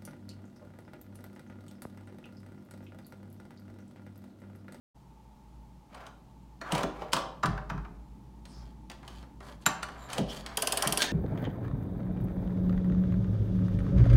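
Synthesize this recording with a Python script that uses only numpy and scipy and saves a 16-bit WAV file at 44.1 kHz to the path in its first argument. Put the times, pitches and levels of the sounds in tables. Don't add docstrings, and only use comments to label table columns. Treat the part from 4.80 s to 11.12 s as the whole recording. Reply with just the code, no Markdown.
import sys
import numpy as np
from scipy import signal
from scipy.fft import rfft, irfft, next_fast_len
from scipy.io import wavfile
from scipy.ndimage import map_coordinates

SR = 44100
rng = np.random.default_rng(int(sys.argv[2]) if len(sys.argv) > 2 else 0)


def pcm_store(signal):
    levels = np.round(np.clip(np.atleast_2d(signal), -1, 1) * 32767)
    wavfile.write(sys.argv[1], SR, levels.astype(np.int16).T)


N = 278712
TIME = np.arange(N) / SR
AGE = np.arange(SR) / SR

# f/Hz, level/dB, t60/s
DOOR_MODES = [(97.2, -9, 0.37), (132.9, -1.5, 0.27), (154.2, 0.5, 0.18), (172.2, 0, 0.23),
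              (204.6, -2.5, 0.25), (257.8, -7, 0.24), (304.3, -4.5, 0.28), (382, -11.5, 0.35),
              (410.7, -14.5, 0.82), (502, -17, 0.18), (576, -9.5, 0.35), (660, 8, 0.13), (742, -7, 0.34)]
CASE_MODES = [(605.4, 0.5, 0.29), (675, -7.5, 0.16), (773, -9.5, 0.65), (814, -30, 0.66),
              (980.6, -2.5, 0.17), (1043, -10, 0.51), (1154, -1, 0.26), (1213, -3.5, 0.13),
              (1311, -17.5, 0.38), (1553, -30.5, 0.18), (1684, -32, 0.4), (2300, -16, 0.22),
              (3090, -13, .2)]
GUARD_MODES = [(1395, -2, .04), (1519, -10, .045), (3854, -10, .062), (3941, -25, .32), (7180, -2, .047),
               (7224, -25, .24), (7380, -5, .049), (7500, -15, .05), (11100, -13.5, .055),
               (11800, -9.5, .033)]
# t/s, level/dB, hardness/dB
GUARD_BLOWS = [(2.633, -14, -16), (2.658, -23, -5), (2.777, -28.5, -17.5), (2.899, -23.5, -14),
               (2.977, -37, -14.5), (3.048, -36.5, -21), (4.862, -15, -2), (5.029, -26, -2),
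               (5.087, -35.5, -7.5)]
# f/Hz, level/dB
CLICK_SPECTRUM = [(900, -11.5), (2000, -1.5), (3100, 1.5), (4500, -2), (6500, -7), (8500, -24),
                  (14000, -22)]
FIZZ_SPECTRUM = [(4000, -36.5), (7000, -3), (8500, 2.5), (10500, -5), (11500, -11.5), (15500, -24.5)]
KNOCK_SPECTRUM = [(100, -69), (260, -9), (500, -8), (850, -3), (1250, -7.5), (2000, -10), (4000, -48),
                  (12000, -70)]


def lock():
    # t/s, level/dB, strongest f/Hz, hardness/dB
    knocks = [(1.146, -43.5, 945, -1.5), (1.266, -40, 970, -3.5), (1.814, -30.5, 1430, -9.5),
              (1.921, -25.5, 880, 1.5), (1.95, -23.5, 746, -2.5), (1.979, -29, 640, -0.5),
              (2.032, -22.5, 1100, -5.5), (2.22, -26, 730, -17), (2.321, -45, 1500, 5.5),
              (2.332, -15, 1020, -1), (2.365, -20, 982, -5), (5.331, -33, 676, 4),
              (5.381, -21.5, 650, -3.5)]
    # f/Hz, level/dB, t60/s
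    bolt_modes = [(2430, -8.5, 0.15), (3053, 8, 0.019), (4420, -6.5, 0.025), (6680, -9, 0.062)]
    spring_modes = [(4310, 8.5, .03), (6880, -14, 0.18), (8400, -20, .1)]
    out = np.zeros(N)
    for s, db, hz, hardness_db in knocks:
        add_metal_knock(out, s, db, hz, hardness_db, t60=0.061)
    for s, db, hardness_db in GUARD_BLOWS:
        hz = 1270 + 7.5 * hardness_db
        add_metal_knock(out, s, db, hz, hardness_db, t60=0.059)
    for s, db, _, hardness_db in knocks:
        add(out, s, amp(db + hardness_db - 15) * ring(bolt_modes, rise=0.0004))
    add(out, 1.813, amp(-47.5) * ring(spring_modes, rise=0.00055))
    return out


def add_metal_knock(track, s, db, hz, hardness_db, t60):
    # f/Hz, level/dB
    push = [(hz * .05, -32), (hz * .4, -13), (hz * .9, -1), (hz * 1.25, 0),
            (hz * 1.8, -13), (hz * 4, -36), (hz * 10, -75)]
    modes = [(f, level + along(push, f), life) for f, level, life in CASE_MODES]
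    click_db, fizz_db = db + hardness_db, db + 1.78 * hardness_db
    graze = amp(click_db - 7) * burst(CLICK_SPECTRUM, t60=0.01, rise=0.0012)
    graze += amp(db - 24.5) * burst(push, t60=0.036, rise=0.00081)
    add(track, s - 0.0044, graze)
    add(track, s, amp(db - 19) * ring(modes, rise=0.0022))
    add(track, s, amp(db - 4) * burst(push, t60, rise=0.0015))
    add(track, s, amp(click_db - 3.5) * burst(CLICK_SPECTRUM, t60 * 0.49, rise=0.00024))
    add(track, s, amp(fizz_db - 11) * burst(FIZZ_SPECTRUM, t60 * 0.74, rise=0.00019))


def guard():
    out = np.zeros(N)
    hardest_db = max(db + hardness_db for _, db, hardness_db in GUARD_BLOWS)
    lowest_hz = GUARD_MODES[0][0]
    for s, db, hardness_db in GUARD_BLOWS:
        tilt = 0.57 * (db + hardness_db - hardest_db)
        modes = [(hz, level + tilt * np.log2(hz / lowest_hz), t60) for hz, level, t60 in GUARD_MODES]
        add(out, s, amp(db + 0.61 * tilt) * ring(modes, rise=0.00063))
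    return out


def door():
    # t/s, level/dB, strongest f/Hz
    thuds = [(1.813, -40.5, 467), (1.927, -25.5, 185), (2.034, -25, 342), (2.336, -30.5, 277),
             (2.642, -23.5, 154), (2.685, -25, 109), (2.906, -32.5, 164), (2.945, -32, 161),
             (4.866, -30.5, 245), (5.388, -22, 200), (6.06, -30, 165), (6.104, -35.5, 160)]
    sway_hz, free_from_s, free_to_s = 49.97, 2.67, 3.5
    sway = np.sin(2 * np.pi * sway_hz * AGE) * envelope(t60=0.74, rise=0.055)
    out = np.zeros(N)
    for s, db, hz in thuds:
        # f/Hz, level/dB
        push = [(hz * 0.32, -22), (hz * 0.72, -3), (hz, 0), (hz * 0.95, -2),
                (hz * 3.06, -14), (hz * 5, -32), (hz * 20, -85)]
        modes = [(f, level + along(push, f), t60) for f, level, t60 in DOOR_MODES]
        sway_db = -2 if free_from_s < s < free_to_s else -13.5
        add(out, s, amp(db) * (ring(modes, rise=0.006) + amp(sway_db) * sway))
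        add(out, s, amp(db - 1.8) * burst(push, t60=0.095, rise=0.0051))
    return out


def card_rattle(from_s=5.7712, to_s=6.1735, slips=9):
    # f/Hz, width/Hz, level/dB
    card_peaks = [(3030, 980, -1.5), (4670, 610, -3), (5500, 3500, -9.5), (8600, 1500, -7),
                  (10100, 1440, -3), (13400, 2500, -12)]
    cracks, knocks = np.zeros(N), np.zeros(N)
    plastic, wood = peak_spectrum(card_peaks), through_door(KNOCK_SPECTRUM)
    crack = lambda: burst(plastic, t60=0.013, rise=0.0025)
    knock = lambda: burst(wood, t60=0.13, rise=0.0013)
    usual_crack, usual_knock = crack(), knock()
    for k, s in enumerate(np.linspace(from_s, to_s, slips)):
        db = -12.5 if k else -13.5
        add(cracks, s, amp(db + 4) * (0.33 * usual_crack + 0.94 * crack()))
        edge_flick = burst(FIZZ_SPECTRUM, t60=0.01, rise=0.00023)
        add(cracks, s + 0.0045, amp(db - 12) * edge_flick)
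        add(cracks, s + 0.0017, amp(db - 16.5) * burst(plastic, t60=0.053, rise=0.00034))
        add(knocks, s + 0.004016, amp(-29.5) * (0.46 * usual_knock + 0.65 * knock()))
        add(knocks, s + 0.00387, amp(-46.5) * ring(CASE_MODES, rise=0.002))
    return cracks, knocks


def card_snaps(t60=0.034):
    # t/s, click level/dB, knock level/dB
    snaps = [(3.6538, -40.5, -50.5), (4.0984, -34, -39.5), (4.115, -36.5, -50), (4.2288, -50, -43),
             (4.2779, -34.5, -42.5), (4.4268, -49, -45.5), (4.6042, -46.5, -40.5), (5.3006, -33, -45),
             (5.662, -26.5, -37.5), (6.2193, -10.5, -33), (6.226, -18.5, -26)]
    out = np.zeros(N)
    for s, click_db, knock_db in snaps:
        add(out, s, amp(click_db - 6.5) * burst(CLICK_SPECTRUM, t60, rise=0.00047))
        add(out, s, amp(click_db - 17) * burst(FIZZ_SPECTRUM, t60, rise=0.00025))
        add(out, s, amp(knock_db - 4.5) * burst(KNOCK_SPECTRUM, t60 * 3.2, rise=0.0025))
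    return out


def card_scrape(drag_from_s=5.7712):
    # t/s, length/s, rub level/dB, hiss level/dB
    pushes = [(3.63, 0.34, -65.5, -67), (4.206, 0.27, -59.5, -61.5), (4.604, 0.16, -52, -55.5),
              (4.802, 0.049, -63, -59.5), (5.035, 0.38, -50.5, -63.5), (5.283, 0.14, -42, -46.5),
              (5.462, 0.17, -47.5, -45), (5.595, 0.26, -50, -62), (6.001, 0.11, -37.5, -47.5),
              (6.176, 0.1, -46.5, -33)]
    # f/Hz, level/dB
    rub_spectrum = [(250, -5.5), (600, 5), (1200, 5.5), (1800, 3), (2500, -5), (5000, -22), (12000, -66)]
    hiss_spectrum = [(1500, -54), (3100, -4), (4000, -0.5), (5300, -5.5), (7500, -5.5), (10000, -8),
                     (15500, -20)]
    drag = strokes([(drag_from_s, TIME[-1] - drag_from_s, 0)])
    rub_gain = strokes([(s, length, db) for s, length, db, _ in pushes]) + amp(-45.5) * drag
    hiss_gain = strokes([(s, length, db) for s, length, _, db in pushes]) + amp(-50) * drag
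    rub = friction(through_door(rub_spectrum), rate=120, grain_db=2.5)
    hiss = amp(-6.5) * friction(hiss_spectrum, rate=210, grain_db=3.5) + amp(-4.5) * grit()
    return rub_gain * rub + hiss_gain * hiss


def lever_grind():
    # t/s, length/s, level/dB
    turns = [(1.09, 0.22, -50.5), (1.81, 0.22, -44), (1.905, 0.14, -33.5), (2.12, 0.21, -48)]
    # f/Hz, level/dB
    grind_spectrum = [(150, -16), (450, -4.5), (620, 1.5), (1000, 2), (1500, -5.5), (2200, -6), (5000, -21),
                      (15000, -34)]
    grind = friction(through_door(grind_spectrum), rate=150, grain_db=4)
    return strokes(turns) * (grind + amp(-19) * grit())


def squeaks():
    # t/s, length/s, level/dB, f/Hz, width/Hz
    squeaky_moves = [(1.11, 0.25, -58.5, 1400, 300), (1.823, 0.11, -43.5, 1290, 510),
                     (3.657, .088, -68, 8600, 1800), (3.671, .19, -62, 5100, 1500),
                     (5.483, 0.054, -43, 3150, 450), (5.485, 0.04, -51, 5400, 900),
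                     (6.192, .066, -33, 1607, 110), (6.239, 0.16, -44, 1780, 110)]
    out = np.zeros(N)
    for s, length, db, hz, width in squeaky_moves:
        gain = amp(db) * swell(length)
        add(out, s, gain * noise(peak_spectrum([(hz, width, 0)]), len(gain)))
    return out


def hinge_rub(width_hz=200, db_per_octave=-7):
    lowest_hz = GUARD_MODES[0][0]
    peaks = [(hz, width_hz, db + db_per_octave * np.log2(hz / lowest_hz))
             for hz, db, _ in GUARD_MODES if hz > 3000]
    return strokes([(5.175, 0.12, -59)]) * noise(peak_spectrum(peaks))


def room_echo(sound, block=4096):
    # f/Hz, level/dB
    echo_spectrum = [(60, -4), (250, 6), (600, 1.5), (1200, -1.5), (2500, -2.5), (6000, -1), (10000, -7),
                     (16000, 1.5)]
    # f/Hz, t60/s
    fade_times = [(100, 0.77), (500, 0.78), (1200, 0.52), (4000, 0.43), (8000, 0.33), (15000, 0.22)]
    out = np.zeros(N)
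    for start in range(0, N, block):
        hz, t, bands = signal.stft(rng.standard_normal(SR // 2), SR, nperseg=256)
        level_db = along(echo_spectrum, hz)[:, None] - 60 * t / along(fade_times, hz)[:, None]
        tail = signal.istft(bands * amp(level_db), SR, nperseg=256)[1]
        tail *= 1 - np.exp(-(AGE[:len(tail)] / 0.0029) ** 2)
        tail /= np.linalg.norm(tail)
        add(out, start / SR, signal.fftconvolve(sound[start:start + block], tail))
    return out


def ventilation(from_s=0.144, hum_hz=56.5):
    # t/s, level/dB
    rumble_levels = [(.15, -56), (2.0, -55), (3.6, -50.5), (6.3, -52.5)]
    # f/Hz, level/dB
    rumble_spectrum = [(15, -14), (28, -29), (46, -9), (60, 5.5), (80, -17.5), (105, -9.5), (125, -1.5),
                       (145, -5.5), (175, -4), (280, -10.5), (400, -19.5), (600, -42.5), (1200, -67)]
    air_spectrum = [(200, -11.5), (450, 0.5), (620, 1), (780, 2), (880, 15.5), (980, 1.5), (1200, -2.5),
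                    (1500, -10.5), (3200, -13), (7000, -17.5), (10000, -21), (15500, -24.5)]
    rumble_gain = amp(np.interp(TIME, *np.transpose(rumble_levels)))
    hum_gain = amp(1 + 1.2 * wobble(6))
    hum = hum_gain * np.sin(2 * np.pi * hum_hz * TIME + 0.28 * wobble(17))
    fade_in = np.clip((TIME - from_s) / 0.015, 0, 1)
    return fade_in * (rumble_gain * (noise(rumble_spectrum) + hum) + amp(-63.5) * noise(air_spectrum))


def envelope(t60, rise, size=SR):
    age = AGE[:size]
    return amp(-60 * age / t60) * (1 - np.exp(-age / rise))


def burst(spectrum, t60, rise, size=16384):
    shape = envelope(t60, rise, size)
    sound = noise(spectrum, size) * shape
    return sound * np.linalg.norm(shape) / np.linalg.norm(sound)


def ring(modes, rise, scatter_db=1.5):
    draws = rng.standard_normal((len(modes), 2))
    fades = [amp(db) * envelope(t60, rise) for _, db, t60 in modes]
    tones = sum(amp(scatter_db * share) * fade * np.sin(2 * np.pi * (hz * AGE + phase))
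                for (hz, _, _), fade, (share, phase) in zip(modes, fades, draws))
    return tones * np.linalg.norm(fades) / np.sqrt(2) / np.linalg.norm(tones)


def friction(spectrum, rate, grain_db, catch_db=1.5):
    level_db = grain_db * np.tanh(wobble(rate)) + catch_db * np.tanh(wobble(rate / 4))
    return coloured(rng.standard_normal(N) * amp(level_db), spectrum)


def grit(ticks_per_s=220, spread_db=5.5):
    moments = rng.random(N) < ticks_per_s / SR
    sizes = amp(spread_db * np.clip(rng.standard_normal(N), -2, 2))
    tick = burst(CLICK_SPECTRUM, t60=0.015, rise=0.00056)
    return unit(signal.fftconvolve(moments * sizes, tick)[:N])


def peak_spectrum(peaks):
    hz = np.geomspace(200, 18000, 600)
    power = sum(amp(db) ** 2 / (1 + ((hz * hz - f * f) / (hz * width)) ** 2) ** 2.05
                for f, width, db in peaks)
    return np.column_stack([hz, 10 * np.log10(power)])


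def through_door(spectrum, boost_db=7, width_hz=22):
    hz = np.geomspace(20, 20000, 1500)
    peaks = [1 / (1 + ((hz - f) / width_hz) ** 2) for f, _, _ in DOOR_MODES + CASE_MODES]
    return np.column_stack([hz, along(spectrum, hz) + boost_db * np.max(peaks, axis=0)])


def swell(length):
    return np.sin(np.linspace(0, np.pi, round(length * SR)))


def strokes(rows):
    out = np.zeros(N)
    for s, length, db in rows:
        add(out, s, amp(db) * swell(length))
    return out


def noise(spectrum, size=N):
    return coloured(rng.standard_normal(size), spectrum)


def coloured(sound, spectrum):
    hz = np.fft.rfftfreq(len(sound), 1 / SR)
    return unit(irfft(rfft(sound) * amp(along(spectrum, hz)), len(sound)))


def wobble(rate):
    return map_coordinates(rng.standard_normal(int(N * rate / SR) + 4), [TIME * rate])


def along(points, hz):
    freqs, values = np.transpose(points)
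    return np.interp(np.log(hz + 1), np.log(freqs), values)


def amp(db):
    return 10 ** (np.asarray(db) / 20)


def unit(sound):
    return sound / np.sqrt(np.mean(sound ** 2) + 1e-20)


def add(track, s, sound):
    start = round(s * SR)
    track[start:start + len(sound)] += sound[:N - start]


def scene():
    cracks, knocks = card_rattle()
    # sound, level sent into the room/dB
    sources = [(lock(), -6), (guard(), -16), (door(), -17.5), (card_snaps(), -5), (cracks, -7),
               (knocks, -7.5), (lever_grind() + card_scrape() + hinge_rub() + squeaks(), -9.5)]
    direct = sum(sound for sound, _ in sources)
    echoes = room_echo(sum(sound * amp(send_db) for sound, send_db in sources))
    return (direct + echoes + ventilation())[None]


def record(dry, top_hz=16000):
    size = next_fast_len(N + 8192)
    hz = np.fft.rfftfreq(size, 1 / SR)
    return irfft(rfft(dry, size) / (1 + (hz / top_hz) ** 120), size)[..., :N]


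dry = scene()
out = record(dry)
pcm_store(out)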